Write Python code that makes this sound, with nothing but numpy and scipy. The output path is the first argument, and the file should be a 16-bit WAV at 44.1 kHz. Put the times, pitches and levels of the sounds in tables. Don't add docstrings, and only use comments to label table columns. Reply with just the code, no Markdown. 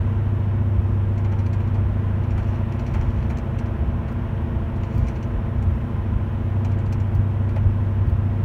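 import sys
import numpy as np
from scipy import signal
from scipy.fft import rfft, irfft, next_fast_len
from scipy.io import wavfile
from scipy.ndimage import uniform_filter1d

SR = 44100
rng = np.random.default_rng(int(sys.argv[2]) if len(sys.argv) > 2 else 0)


def inscribe(sig):
    pcm = np.round(np.clip(np.atleast_2d(sig).T, -1, 1) * 32767)
    wavfile.write(sys.argv[1], SR, pcm.astype(np.int16))


N = 372424

BALL_PASSES_PER_TURN = 8.13
# pitch in Hz, width in Hz, level in dB.
TRIM_RING = [(900, 57, 9), (1370, 150, -2), (2295, 440, 17), (3020, 410, -0.5), (4000, 190, 2),
             (4760, 420, 0), (5280, 360, 2), (6130, 540, 2.5), (6550, 330, 1), (7050, 800, -1),
             (8240, 400, -5), (9900, 400, -9), (12500, 4000, -18.5)]


def from_db(db):
    return 10 ** (np.asarray(db) / 20)


def rms_one(x):
    return x / np.sqrt(np.mean(x ** 2) + 1e-20)


def in_time(rows):
    return np.interp(np.arange(N) / SR, *np.transpose(rows))


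def drift(rate_hz):
    step = 40
    pole = np.exp(-2 * np.pi * rate_hz * step / SR)
    white = rng.standard_normal(N // step + 2002)
    slow = signal.lfilter([1], [1, -2 * pole, pole * pole], white)[2000:]
    return np.interp(np.arange(N) / step, np.arange(len(slow)), rms_one(slow))


def swell(crest_s, length_s):
    return np.cos(np.pi * np.clip((np.arange(N) / SR - crest_s) / length_s, -.5, .5)) ** 2


def tone(cycles):
    return np.sqrt(2) * np.sin(2 * np.pi * (cycles + rng.random()))


def noise(spectrum):
    size = next_fast_len(N)
    hz, db = np.transpose(spectrum)
    bins_hz = np.maximum(np.arange(size // 2 + 1) * SR / size, 1)
    skirts = np.minimum(1, np.minimum(bins_hz / hz[0], hz[-1] / bins_hz)) ** 4
    gain = from_db(np.interp(np.log(bins_hz), np.log(hz), db)) * skirts
    return rms_one(irfft(rfft(rng.standard_normal(size)) * gain, size)[:N])


def evened(x, window_s):
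    return x / np.sqrt(uniform_filter1d(x ** 2, int(window_s * SR)))


def resonate(x, modes):
    out = 0
    for k, (hz, width, db) in enumerate(modes):
        radius = np.exp(-np.pi * width / SR)
        poles = [1, -2 * radius * np.cos(2 * np.pi * hz / SR), radius ** 2]
        gain = (-1) ** k * from_db(db) * (1 - radius ** 2) / 2
        out = out + gain * signal.lfilter([1, 0, -1], poles, x + 1e-18)
    return out


def cabin(x, echo_db):
    out = x.copy()
    for delay_s, sign in zip(rng.uniform(.0011, .016, size=8), rng.choice([-1, 1], size=8)):
        lag = int(delay_s * SR)
        out[lag:] += sign * from_db(echo_db) * x[:-lag]
    return out


def wheel_drone(speed, turns, waver_db, slip_turns):
    # multiple of the turning rate, level in dB.
    partials = [(3, -40.1), (9, -32.6), (10, -47.1), (14, -48.1), (15, -40.5), (16, -40.4), (17, -39.8),
                (19, -55.9), (22, -58.9), (23, -47.9), (25, -44.5), (26, -53.5), (30, -59.4), (31, -53.9),
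                (33, -49.7), (38, -61.4), (39, -51.9), (41, -65.7), (45, -62.8), (46, -60.9), (47, -57.4),
                (48, -62.9), (49, -55.7), (65, -64.6), (71, -62.0)]
    # multiple, dB gained per extra turn a second.
    slopes = [(15, 11), (17, -15), (23, -8), (33, -6), (39, -7), (47, -38), (49, -20)]
    slope_of, faster = dict(slopes), speed - speed.mean()
    slipped = turns + slip_turns * drift(2.8)
    return sum(from_db(db + slope_of.get(k, 0) * faster + waver_db * drift(2)) * tone(k * slipped)
               for k, db in partials)


def pitted_bearing(turns, waver_db, slip_turns):
    # multiple of the ball-pass rate, offset in cycles per turn, level in dB.
    pit_tones = [(2, 0, -50.9), (2, 1, -43.5), (3, -1, -54.7), (3, 1, -59.7), (4, 1, -62.4), (5, -1, -60.1),
                 (5, 0, -64.9), (5, 1, -59.9), (5, 2, -66.5), (6, -1, -61.4), (6, 1, -66.4)]
    passes = BALL_PASSES_PER_TURN * (turns + slip_turns * drift(.84))
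    return sum(from_db(db + waver_db * drift(3.9)) * tone(k * passes + side * turns)
               for k, side, db in pit_tones)


def bearing_growl(turns, top_db, fall_db_per_octave):
    growl = 0
    for k in range(7, 18):
        db = top_db - fall_db_per_octave * np.log2(k / 7)
        for side in (-1, 1):
            growl += from_db(db + 1.5 * drift(2)) * tone((k * BALL_PASSES_PER_TURN + side) * turns)
    return growl


def deep_boom(speed, turns, top_db, waver_db):
    peak_speed, width, lag_s = 14.125, .06, .25
    earlier_speed = np.interp(np.arange(N) - lag_s * SR, np.arange(N), speed)
    db = top_db - ((earlier_speed - peak_speed) / width) ** 2
    return from_db(db - waver_db * drift(2.2)) * tone(7 * turns)


def engine(turns, firings_per_turn):
    # time in seconds, level in dB.
    fader = [(0, -56), (2.4, -47.5), (3.3, -32.5), (5.5, -29.5), (6.4, -37.5), (8.44, -47)]
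    return from_db(in_time(fader)) * tone(firings_per_turn * turns)


def body_rumble(shake_db, thud_db, tremble_db, panel_db, panel_follow):
    # crest in seconds, length in seconds, shake in dB, thud in dB.
    bumps = [(0.01, .2, -37, -24), (0.803, 0.2, -40, -20.5), (1.738, 0.27, -29, -29),
             (1.868, 0.13, -32, -22), (2.37, .4, -32, -27.5), (3.025, 0.32, -26, -21.5),
             (3.258, 0.36, -37, -22.5), (3.877, 0.41, -43, -21), (4.548, 0.66, -38, -26),
             (5.01, 0.2, -29, -17), (5.375, 0.17, -27, -28), (5.676, 0.37, -35, -18.5),
             (6.157, 0.15, -36, -19), (7.182, 0.18, -28, -22.5), (7.651, 0.16, -21, -18.5),
             (8.082, 0.39, -34, -21)]
    # frequency in Hz, relative level in dB.
    shake_colour = [(20, -22), (28, -9), (42, 0), (52, -1), (62, -12)]
    thud_colour = [(48, -14), (58, -2), (68, 0), (83, 0), (98, -7), (118, -14)]
    panel_colour = [(100, -7), (118, -1), (145, -1), (175, 0), (203, -7), (240, -13), (275, -12),
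                    (400, -32)]
    shake_gain, thud_gain = from_db(shake_db), from_db(thud_db + tremble_db * drift(4))
    for crest_s, length_s, bump_shake_db, bump_thud_db in bumps:
        push = swell(crest_s, length_s)
        shake_gain = np.hypot(shake_gain, from_db(bump_shake_db) * push)
        thud_gain = np.hypot(thud_gain, from_db(bump_thud_db) * push)
    shake = shake_gain * evened(noise(shake_colour), window_s=.11)
    thud = thud_gain * evened(noise(thud_colour), window_s=.099)
    panel_gain = from_db(panel_db) * (thud_gain / thud_gain.mean()) ** panel_follow
    return shake + thud + panel_gain * noise(panel_colour)


def tyre_roar(turns, roar_db, ring_db, throb_db):
    # time in seconds, level in dB.
    surface = [(0, -42.5), (.7, -44.5), (2.5, -42), (5, -43), (8.44, -44)]
    # frequency in Hz, relative level in dB.
    colour = [(170, -64), (300, -59.5), (390, -59), (500, -62.5), (590, -58), (670, -60.5), (740, -64.5),
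              (850, -59.5), (1020, -60.5), (1150, -64.5), (1800, -70), (2900, -76.5), (3700, -85),
              (5000, -108)]
    # pitch in Hz, width in Hz, level in dB.
    panel_ring = [(680, 18, 4), (845, 45, 0), (990, 18, 0), (1037, 18, 4), (1355, 40, -3), (1470, 80, -8),
                  (1615, 30, -5), (1900, 40, -8), (2250, 35, -11), (2560, 60, -12), (3050, 100, -18),
                  (3250, 50, -18)]
    ringing = from_db(ring_db) * rms_one(resonate(rng.standard_normal(N), panel_ring))
    gain = from_db(in_time(surface) + throb_db * tone(2 * turns))
    return gain * (from_db(roar_db) * noise(colour) + ringing)


def air_hiss(level_db, waver_db):
    # frequency in Hz, relative level in dB.
    colour = [(2500, -5.5), (4300, 3.5), (4900, -1.5), (5400, 2.5), (6800, -3), (7700, -5.5), (8800, -3.5),
              (10000, -5.5), (10400, -9), (11200, -5), (16000, -7)]
    return from_db(level_db + waver_db * drift(2.1)) * noise(colour)


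def chatter(events, modes, gain_db, contacts_per_s, rise_s, decay_s, scatter_db=1.5):
    out, age = np.zeros(N + SR), np.arange(SR // 6) / SR
    for start_s, db in events:
        force = from_db(db + gain_db) * (1 - np.exp(-age / rise_s)) * np.exp(-age / decay_s)
        contacts = (rng.random(len(age)) < contacts_per_s / SR) * rng.standard_normal(len(age))
        struck = [(hz, width, mode_db + rng.normal(0, scatter_db)) for hz, width, mode_db in modes]
        at = int(start_s * SR)
        out[at:at + len(age)] += resonate(force * contacts, struck) / np.std(resonate(contacts, struck))
    return out[:N]


def trim_buzz(speed, uneven_db):
    # start in seconds, number of buzzes, first and last level in dB, mid-spell swell in dB.
    spells = [(1.175, 9, -49, -51, 5), (2.234, 3, -51, -41, -1.5), (2.72, 5, -44, -44, -1),
              (3.225, 3, -47.5, -45, 3), (3.584, 2, -47, -52, 0), (4.08, 1, -46.5, -46.5, 0),
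              (4.759, 2, -53, -44, 0), (5.082, 3, -45, -47, 1), (6.643, 6, -53, -51.5, 3.5),
              (7.49, 2, -48, -44, 0)]
    buzzes = []
    for start_s, count, first_db, last_db, swell_db in spells:
        along = np.linspace(0, 1, count)
        times = start_s + np.arange(count) / speed[int(start_s * SR)]
        arch_db = first_db + (last_db - first_db) * along + swell_db * np.sin(np.pi * along)
        buzzes += zip(times, arch_db + uneven_db * rng.standard_normal(count))
    return chatter(buzzes, TRIM_RING, gain_db=2, contacts_per_s=3000,
                   rise_s=.0016, decay_s=.011, scatter_db=3)


def dashboard_knocks():
    # start in seconds, level in dB.
    knocks = [(1.246, -44), (1.316, -42), (1.744, -43.5), (2.376, -42), (2.941, -36), (3.007, -44),
              (3.298, -40), (6.645, -44), (7.562, -38)]
    # pitch in Hz, width in Hz, level in dB.
    ring = [(600, 120, 9), (860, 90, 13), (1350, 300, 3), (2250, 400, -1), (2560, 250, -2),
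            (3150, 300, -10)]
    return chatter(knocks, ring, gain_db=6, contacts_per_s=8000, rise_s=.0035, decay_s=.021)


def trim_snaps(tilt_db_per_octave):
    # start in seconds, level in dB.
    snaps = [(1.5295, -43), (2.9407, -40.5), (3.381, -43), (3.5866, -42), (5.068, -46), (5.623, -44),
             (6.6468, -36.5), (6.9235, -37.5)]
    ring = [(hz, width, db + tilt_db_per_octave * np.log2(hz / 1000)) for hz, width, db in TRIM_RING]
    return chatter(snaps, ring, gain_db=-.5, contacts_per_s=3000, rise_s=.001, decay_s=.0065)


def trim_shiver(contacts_per_s, flutter_db):
    # crest in seconds, length in seconds, level in dB.
    shivers = [(2.48, .4, -57.5), (3.05, 0.76, -60), (5.0, 0.6, -57.5)]
    gain = sum(from_db(db) * swell(crest_s, length_s) for crest_s, length_s, db in shivers)
    contacts = (rng.random(N) < contacts_per_s / SR) * rng.standard_normal(N)
    return gain * from_db(flutter_db * drift(25)) * rms_one(resonate(contacts, TRIM_RING))


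def bright_ticks():
    # start in seconds, level in dB.
    ticks = [(4.11, -55), (4.9467, -57), (4.9741, -54), (5.6245, -58), (7.146, -54), (8.0621, -57.5),
             (8.095, -60)]
    # pitch in Hz, width in Hz, level in dB.
    ring = [(4500, 350, 5), (5900, 1100, 2), (9000, 1200, -1.5), (12200, 2000, -4.5), (15100, 900, 2.5)]
    return chatter(ticks, ring, gain_db=-1, contacts_per_s=1400, rise_s=.0012, decay_s=.013)


def scene():
    # time in seconds, wheel turns a second.
    road_speed = [(0, 14.19), (1, 14.125), (2, 14.04), (3, 13.93), (3.6, 13.88), (4.5, 13.855), (5, 13.87),
                  (5.6, 13.94), (6.3, 14.04), (7.4, 14.08), (8.44, 14.095)]
    speed = in_time(road_speed)
    turns = np.cumsum(speed) / SR
    drone = wheel_drone(speed, turns, waver_db=1, slip_turns=.0012)
    drone += pitted_bearing(turns, waver_db=1.2, slip_turns=.001)
    drone += bearing_growl(turns, top_db=-62.5, fall_db_per_octave=6)
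    lows = deep_boom(speed, turns, top_db=-21, waver_db=.17) + engine(turns, firings_per_turn=7.12)
    lows += body_rumble(shake_db=-37.5, thud_db=-28.5, tremble_db=.4, panel_db=-35.5, panel_follow=.17)
    roar = tyre_roar(turns, roar_db=1.5, ring_db=-6.5, throb_db=.47)
    air = cabin(air_hiss(level_db=-67.5, waver_db=.5), echo_db=-23)
    rattles = trim_buzz(speed, uneven_db=1) + trim_snaps(tilt_db_per_octave=3) + dashboard_knocks()
    rattles += bright_ticks() + trim_shiver(contacts_per_s=1300, flutter_db=2)
    return (from_db(.18) * drone + lows + roar + air + cabin(rattles, echo_db=-19))[None]


def record(dry):
    edge = np.minimum(1, np.minimum(np.arange(N), np.arange(N)[::-1]) / (.004 * SR))
    high_cut = signal.ellip(10, .1, 90, 15800, fs=SR, output="sos")
    return signal.sosfilt(high_cut, dry * np.sin(edge * np.pi / 2) ** 2)


dry = scene()
out = record(dry)
inscribe(out)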